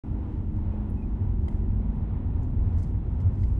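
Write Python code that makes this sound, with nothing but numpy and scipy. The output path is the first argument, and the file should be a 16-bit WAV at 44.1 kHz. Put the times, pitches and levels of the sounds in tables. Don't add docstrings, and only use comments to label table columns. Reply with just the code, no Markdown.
import sys
import numpy as np
from scipy import signal
from scipy.fft import rfft, irfft
from scipy.io import wavfile
from scipy.ndimage import uniform_filter1d

SR = 44100
rng = np.random.default_rng(int(sys.argv[2]) if len(sys.argv) > 2 else 0)


def inscribe(sig):
    pcm = np.round(np.clip(np.atleast_2d(sig).T, -1, 1) * 32767)
    wavfile.write(sys.argv[1], SR, pcm.astype(np.int16))


N = 158319
TIME_S = np.arange(N) / SR
TOP_HZ = 15800


def undb(db):
    return 10 ** (np.asarray(db) / 20)


def col(table, k):
    points = np.array(table, float)
    return np.interp(TIME_S, points[:, 0], points[:, k])


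def noise():
    return rng.standard_normal(N)


def colour(x, shape, lo_hz=0, hi_hz=1e9):
    points = np.array(shape, float)
    f = np.arange(N // 2 + 1) * SR / N + 1e-3
    gain_db = np.interp(np.log(f), np.log(points[:, 0]), points[:, 1], left=-200, right=-200)
    spectrum = rfft(x) * undb(gain_db)
    in_band = spectrum[(f > lo_hz) & (f < hi_hz)]
    return irfft(spectrum, N) * N / np.sqrt(2 * np.sum(np.abs(in_band) ** 2))


def walk(rate):
    k = int(SR / rate)
    held = np.repeat(rng.standard_normal(N // k + 1), k)[:N]
    return 1.3 * uniform_filter1d(uniform_filter1d(held, k), k)


def fade(t, t60):
    return (t >= 0) * np.exp(-np.log(1000) * np.abs(t) / t60)


# f/Hz, level/dB per Hz
HISS_SPECTRUM = [(3000, -11.5), (4000, 1.5), (4700, 3.5), (6000, 1), (8000, -2), (9600, -4), (11300, -5),
                 (12300, -26.5)]
HISS_SIDE_SPECTRUM = [(3000, -9.5), (4000, 1), (5300, -0.5), (6500, -11.5), (8500, -10.5), (10500, -7.5),
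                      (14500, -0.5), (16000, -6.5)]
# t/s, common level/dB, difference level/dB
HISS_LEVELS = [(0.05, -83.5, -87), (2.36, -88, -87.5), (2.63, -84, -84), (2.98, -86.5, -85),
               (3.3, -83, -82), (3.4, -77, -81.5), (3.56, -81, -78)]


def air():
    lump = undb(1.0 * walk(13))
    mid = lump * undb(col(HISS_LEVELS, 1)) * colour(noise(), HISS_SPECTRUM)
    side = lump * undb(col(HISS_LEVELS, 2)) * colour(noise(), HISS_SIDE_SPECTRUM)
    return np.array([mid, side])


# f/Hz, level/dB (peak amplitude, before fluctuation)
WHINE_LINES = [(9390, -104), (9508, -96), (9691, -99)]
# start t/s, length t/s, from f/Hz, to f/Hz, level/dB (peak amplitude, before roughness)
SQUEAK_GLIDES = [(0.964, 0.05, 2520, 2570, -65), (1.017, 0.028, 2400, 2530, -62),
                 (1.042, .026, 2450, 2200, -68), (1.068, .024, 2150, 2250, -74)]


def thin_tones():
    squeaks = 0
    for start, length, from_hz, to_hz, db in SQUEAK_GLIDES:
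        u = np.clip((TIME_S - start) / length, 0, 1)
        cycles = length * (from_hz * u + (to_hz - from_hz) * u ** 2 / 2)
        squeaks = squeaks + undb(db) * np.sin(np.pi * u) * np.sin(2 * np.pi * cycles)
    rough = undb(2.0 * walk(300))
    whine = sum(undb(db + 3.6 * walk(46)) * np.sin(2 * np.pi * hz * TIME_S) for hz, db in WHINE_LINES)
    return squeaks * rough + whine


# f/Hz, level/dB per Hz
FABRIC_SPECTRUM = [(2500, -12), (4000, 8.5), (6500, 9), (9000, 5.5), (11500, 0.5), (13000, -38.5)]
# start t/s, length t/s, level/dB at the crest
RUSTLE_SWELLS = [(1.4, 0.23, -80.5), (2.36, 0.14, -82.5), (2.769, 0.064, -71.5), (2.82, 0.057, -75.5),
                 (2.866, 0.054, -77.5), (3.03, 0.13, -89), (3.193, .04, -76), (3.321, .06, -81.5),
                 (3.383, 0.067, -73.5), (3.435, 0.15, -83)]
RUSTLE_PER_S, RUSTLE_SCATTER_DB, RUSTLE_SIDE_DB = 2500, 2, -4


def rustle():
    swell = 0
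    for start, length, db in RUSTLE_SWELLS:
        u = np.clip((TIME_S - start) / length, 0, 1)
        swell = swell + undb(db) * np.sqrt(np.clip(np.sin(np.pi * u), 0, 1))
    struck = rng.random(N) < RUSTLE_PER_S / SR
    grains = struck * undb(RUSTLE_SCATTER_DB * rng.exponential(size=N))
    smear = signal.lfilter([1], [1, -.985], grains)
    return swell * np.array([undb(db) * colour(smear * noise(), FABRIC_SPECTRUM)
                             for db in (0, RUSTLE_SIDE_DB)])


# f/Hz, level/dB, decay time t60/s
TRIM_MODES = [(1490, -6, .012), (2060, 0, .026), (2600, -10, .01), (3110, -4, 0.016), (3900, -9.5, .01),
              (4700, -9, .01)]
# t/s, crack level/dB, crack centre f/Hz, low-mode level/dB
TRIM_TICKS = [(0.5627, -76, 6700, -62), (.579, -81, 7000, -79), (.9, -68, 10000, -71),
              (1.437, -81, 4000, -65), (1.484, -62.5, 8200, -45.5), (1.527, -78, 8000, -60.5),
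              (1.955, -79.5, 9400, -75), (2.4315, -69.5, 6450, -73.5), (2.434, -73.5, 6480, -80),
              (2.501, -77, 8470, -81), (2.7314, -73, 4500, -65.5), (2.7845, -64, 6000, -59),
              (2.7975, -65, 6500, -66), (2.8285, -59.5, 7000, -60), (2.834, -64, 5000, -67),
              (2.843, -70, 5000, -63), (3.2027, -68.5, 5960, -57.5), (3.208, -72, 4500, -64),
              (3.378, -80, 3000, -60), (3.4345, -72, 3500, -53), (3.44, -68, 4800, -53),
              (3.458, -73, 7200, -78), (3.484, -70, 7900, -74)]
CLICK_T60_S, TAIL_T60_S, TAIL_DB = .025, 0.1, -11.5
CLICK_OCTAVES, SKIRT_DB = .7, -11.5
CLICK_SIDE_DB = -5
CLICK_TOP_HZ, CLICK_SIDE_RAISE = 12000, 1.4


def crack_band(f, top):
    return [(f / 4, 3 * SKIRT_DB),
            (f * 2 ** -CLICK_OCTAVES, SKIRT_DB),
            (f, 0),
            (top, SKIRT_DB * np.log2(top / f) / CLICK_OCTAVES),
            (top + 700, -50)]


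def trim_modes(t):
    low = 0
    for (hz, db, t60), (a, b) in zip(TRIM_MODES, rng.standard_normal((len(TRIM_MODES), 2))):
        tone = np.sin(2 * np.pi * hz * (1 + .015 * b) * t)
        low = low + undb(db + 2 * a) * (1 - np.exp(-t / .0003)) * tone * fade(t, t60)
    return low


def clicks():
    length = 4000
    out, t = np.zeros((2, N + length)), np.arange(length) / SR
    envelope = fade(t, CLICK_T60_S) + undb(TAIL_DB) * fade(t, TAIL_T60_S)
    envelope = (1 - np.exp(-t / 0.00035)) * envelope
    for start, db, hz, low_db in TRIM_TICKS:
        low = trim_modes(t)
        bands = crack_band(hz, CLICK_TOP_HZ), crack_band(hz * CLICK_SIDE_RAISE, TOP_HZ)
        crack = np.array([colour(noise(), band)[:length] for band in bands])
        tick = undb(db) * crack * envelope + undb(low_db) * low
        i = int(start * SR)
        out[:, i:i + length] += tick * undb([[0], [CLICK_SIDE_DB]])
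    return out[:, :N]


# t/s, level/dB (initial amplitude)
THUMPS = [(.738, -37)]
THUMP_HZ, THUMP_T60_S, THUMP_DROP_HZ_PER_S = 590, .045, 14000


def thump():
    out = 0
    for start, db in THUMPS:
        u = TIME_S - start
        mean_hz = THUMP_HZ - THUMP_DROP_HZ_PER_S * np.clip(u, 0, .02) / 2
        out = out + undb(db) * np.sin(2 * np.pi * mean_hz * u) * fade(u, THUMP_T60_S)
    return out


# t/s, level/dB (initial amplitude)
FINGER_TAPS = [(.346, -47.5), (0.5663, -36), (0.901, -43), (1.4375, -35), (1.482, -28), (3.477, -43)]
TAP_FROM_HZ, TAP_TO_HZ, TAP_GLIDE_S, TAP_T60_S = 1100, 280, 0.0025, .035


def taps():
    out = 0
    for start, db in FINGER_TAPS:
        u = TIME_S - start
        glide = TAP_GLIDE_S * (1 - np.exp(-np.abs(u) / TAP_GLIDE_S))
        cycles = TAP_TO_HZ * u + (TAP_FROM_HZ - TAP_TO_HZ) * glide
        out = out + undb(db) * np.sin(2 * np.pi * cycles) * fade(u, TAP_T60_S)
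    return out


# f/Hz, level/dB per Hz
ROAR_SPECTRUM = [(240, -24), (400, -6), (481, -6.5), (642, -11.5), (813, -9.5), (919, -8.5), (1130, -19),
                 (1390, -21), (1610, -26.5), (1820, -25.5), (2320, -30.5), (3240, -36.5), (4210, -44),
                 (7130, -120)]
ROAR_SIDE_SPECTRUM = [(35, -35.5), (60, -7.5), (91, -13), (153, -14), (313, -6), (358, -3.5), (460, 2),
                      (721, -2.5), (896, -2), (1750, -21.5), (2560, -11), (3240, -18.5), (4210, -48),
                      (7130, -120)]
# t/s, common level/dB, difference level/dB
ROAR_LEVELS = [(0.05, -54, -62), (0.28, -52.5, -61.5), (0.48, -55, -63.5), (1.23, -52, -60.5),
               (1.96, -52.5, -61.5), (2.44, -54.5, -62.5), (3.19, -52, -59), (3.56, -54.5, -59.5)]
# f/Hz, level/dB
LEAN_SPECTRUM = [(700, -39), (1000, 2.5), (1600, -0.5), (2200, -42.5)]
LEAN_DB = -79


def tyres():
    lump = undb(1.7 * walk(9))
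    mid = lump * undb(col(ROAR_LEVELS, 1)) * colour(noise(), ROAR_SPECTRUM, 450, 4000)
    side = lump * undb(col(ROAR_LEVELS, 2)) * colour(noise(), ROAR_SIDE_SPECTRUM)
    lean = undb(LEAN_DB) * colour(mid, LEAN_SPECTRUM)
    return np.array([mid, side - lean])


# t/s, f/Hz
ENGINE_CYCLE = [(0, 23.45), (2, 23.35), (2.8, 23.1), (3.6, 22.9)]
# multiple of the cycle, then rms level/dB (before waver) at 13 even steps from start to end
ENGINE_ORDERS = [(4, -47.5, -42.5, -39, -48.5, -36.5, -41.5, -43, -37.5, -39.5, -37, -43, -35, -30.5),
                 (9, -37.5, -46.5, -39, -37.5, -41, -41.5, -42, -44, -54, -53, -55.5, -45, -50.5),
                 (10, -56, -50, -51, -52.5, -44.5, -50, -45.5, -45, -47, -46.5, -49.5, -53.5, -49),
                 (11, -41.5, -49.5, -57, -48, -50, -58, -44.5, -48, -48, -50, -47, -46.5, -51),
                 (13, -46, -47.5, -50.5, -51, -49, -59, -60, -57, -60, -58, -58, -63, -53.5),
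                 (14, -68, -51.5, -53, -57.5, -54, -52, -58.5, -63.5, -68, -64, -62.5, -67, -53),
                 (16, -53.5, -57.5, -59, -56.5, -54, -50.5, -59, -59, -58, -57.5, -57, -57, -57)]
WAVER_DB, WAVER_RATE_HZ, WOBBLE = 2.2, 8, .0018


def engine():
    turn = 2 * np.pi * np.cumsum(col(ENGINE_CYCLE, 1) * (1 + WOBBLE * walk(3.016))) / SR
    steps_s = np.linspace(0, N / SR, 13)
    lines = 0
    for order, *levels in ENGINE_ORDERS:
        db = np.interp(TIME_S, steps_s, levels) + WAVER_DB * walk(WAVER_RATE_HZ)
        phase = round(order) * turn + 2 * np.pi * rng.random()
        lines = lines + np.sqrt(2) * undb(db) * np.sin(phase)
    return lines


EVEN_S, EVEN_SHARE = .07, .55


def even(x):
    k = int(EVEN_S * SR)
    power = uniform_filter1d(uniform_filter1d(x ** 2, k), k // 2)
    x = x / power ** (EVEN_SHARE / 2)
    return x / np.std(x)


# t/s, deep rumble level/dB, cabin boom level/dB
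ROAD_LEVELS = [(0.05, -39, -38.5), (0.11, -31, -28), (0.25, -34.5, -34.5), (0.67, -31, -31),
               (1.11, -29, -38.5), (1.15, -26.5, -43.5), (1.22, -39.5, -28), (1.29, -27.5, -30.5),
               (1.45, -28, -28), (1.51, -36, -37.5), (1.54, -23, -32.5), (1.58, -27, -36),
               (1.75, -26.5, -26.5), (1.89, -26, -37), (2.02, -31, -33), (2.56, -28.5, -26.5),
               (2.59, -18, -26.5), (2.66, -28.5, -27), (3.17, -29, -28), (3.2, -40, -28), (3.27, -31, -19),
               (3.36, -30.5, -36), (3.41, -29, -22), (3.49, -23, -32.5), (3.52, -33.5, -20),
               (3.55, -25, -29)]
# t/s, level/dB
DRONE_LEVELS = [(0.05, -41.5), (0.68, -40), (0.8, -48), (0.91, -36), (1.12, -40.5), (2.55, -36.5),
                (3.55, -39.5)]
# f/Hz, level/dB per Hz
RUMBLE_SPECTRUM = [(18, -28.5), (28, 3), (38, -1), (52, 6.5), (66, -1.5), (80, -13.5), (110, -38.5)]
BOOM_SPECTRUM = [(55, -31), (72, -3.5), (82, -0.5), (92, -1.5), (104, -4), (120, -11), (150, -28)]
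DRONE_SPECTRUM = [(95, -22), (120, -6.5), (132, -0.5), (148, -0.5), (170, -2), (200, -9), (300, -13.5),
                  (400, -20), (520, -42.5)]


def road():
    rumble = undb(col(ROAD_LEVELS, 1)) * even(colour(noise(), RUMBLE_SPECTRUM))
    boom = undb(col(ROAD_LEVELS, 2)) * even(colour(noise(), BOOM_SPECTRUM))
    drone = undb(col(DRONE_LEVELS, 1)) * even(colour(noise(), DRONE_SPECTRUM))
    return rumble + boom + drone


def scene():
    mid, side = tyres() + air() + clicks() + rustle()
    mid = mid + thump() + road() + engine() + thin_tones()
    side = side + taps()
    return np.array([mid + side, mid - side])


START_S = .0354


def record(dry):
    onset = np.clip((TIME_S - START_S) / 0.002, 0, 1)
    low_pass = signal.ellip(8, .2, 70, TOP_HZ, fs=SR, output="sos")
    return signal.sosfilt(low_pass, dry * onset)


dry = scene()
out = record(dry)
inscribe(out)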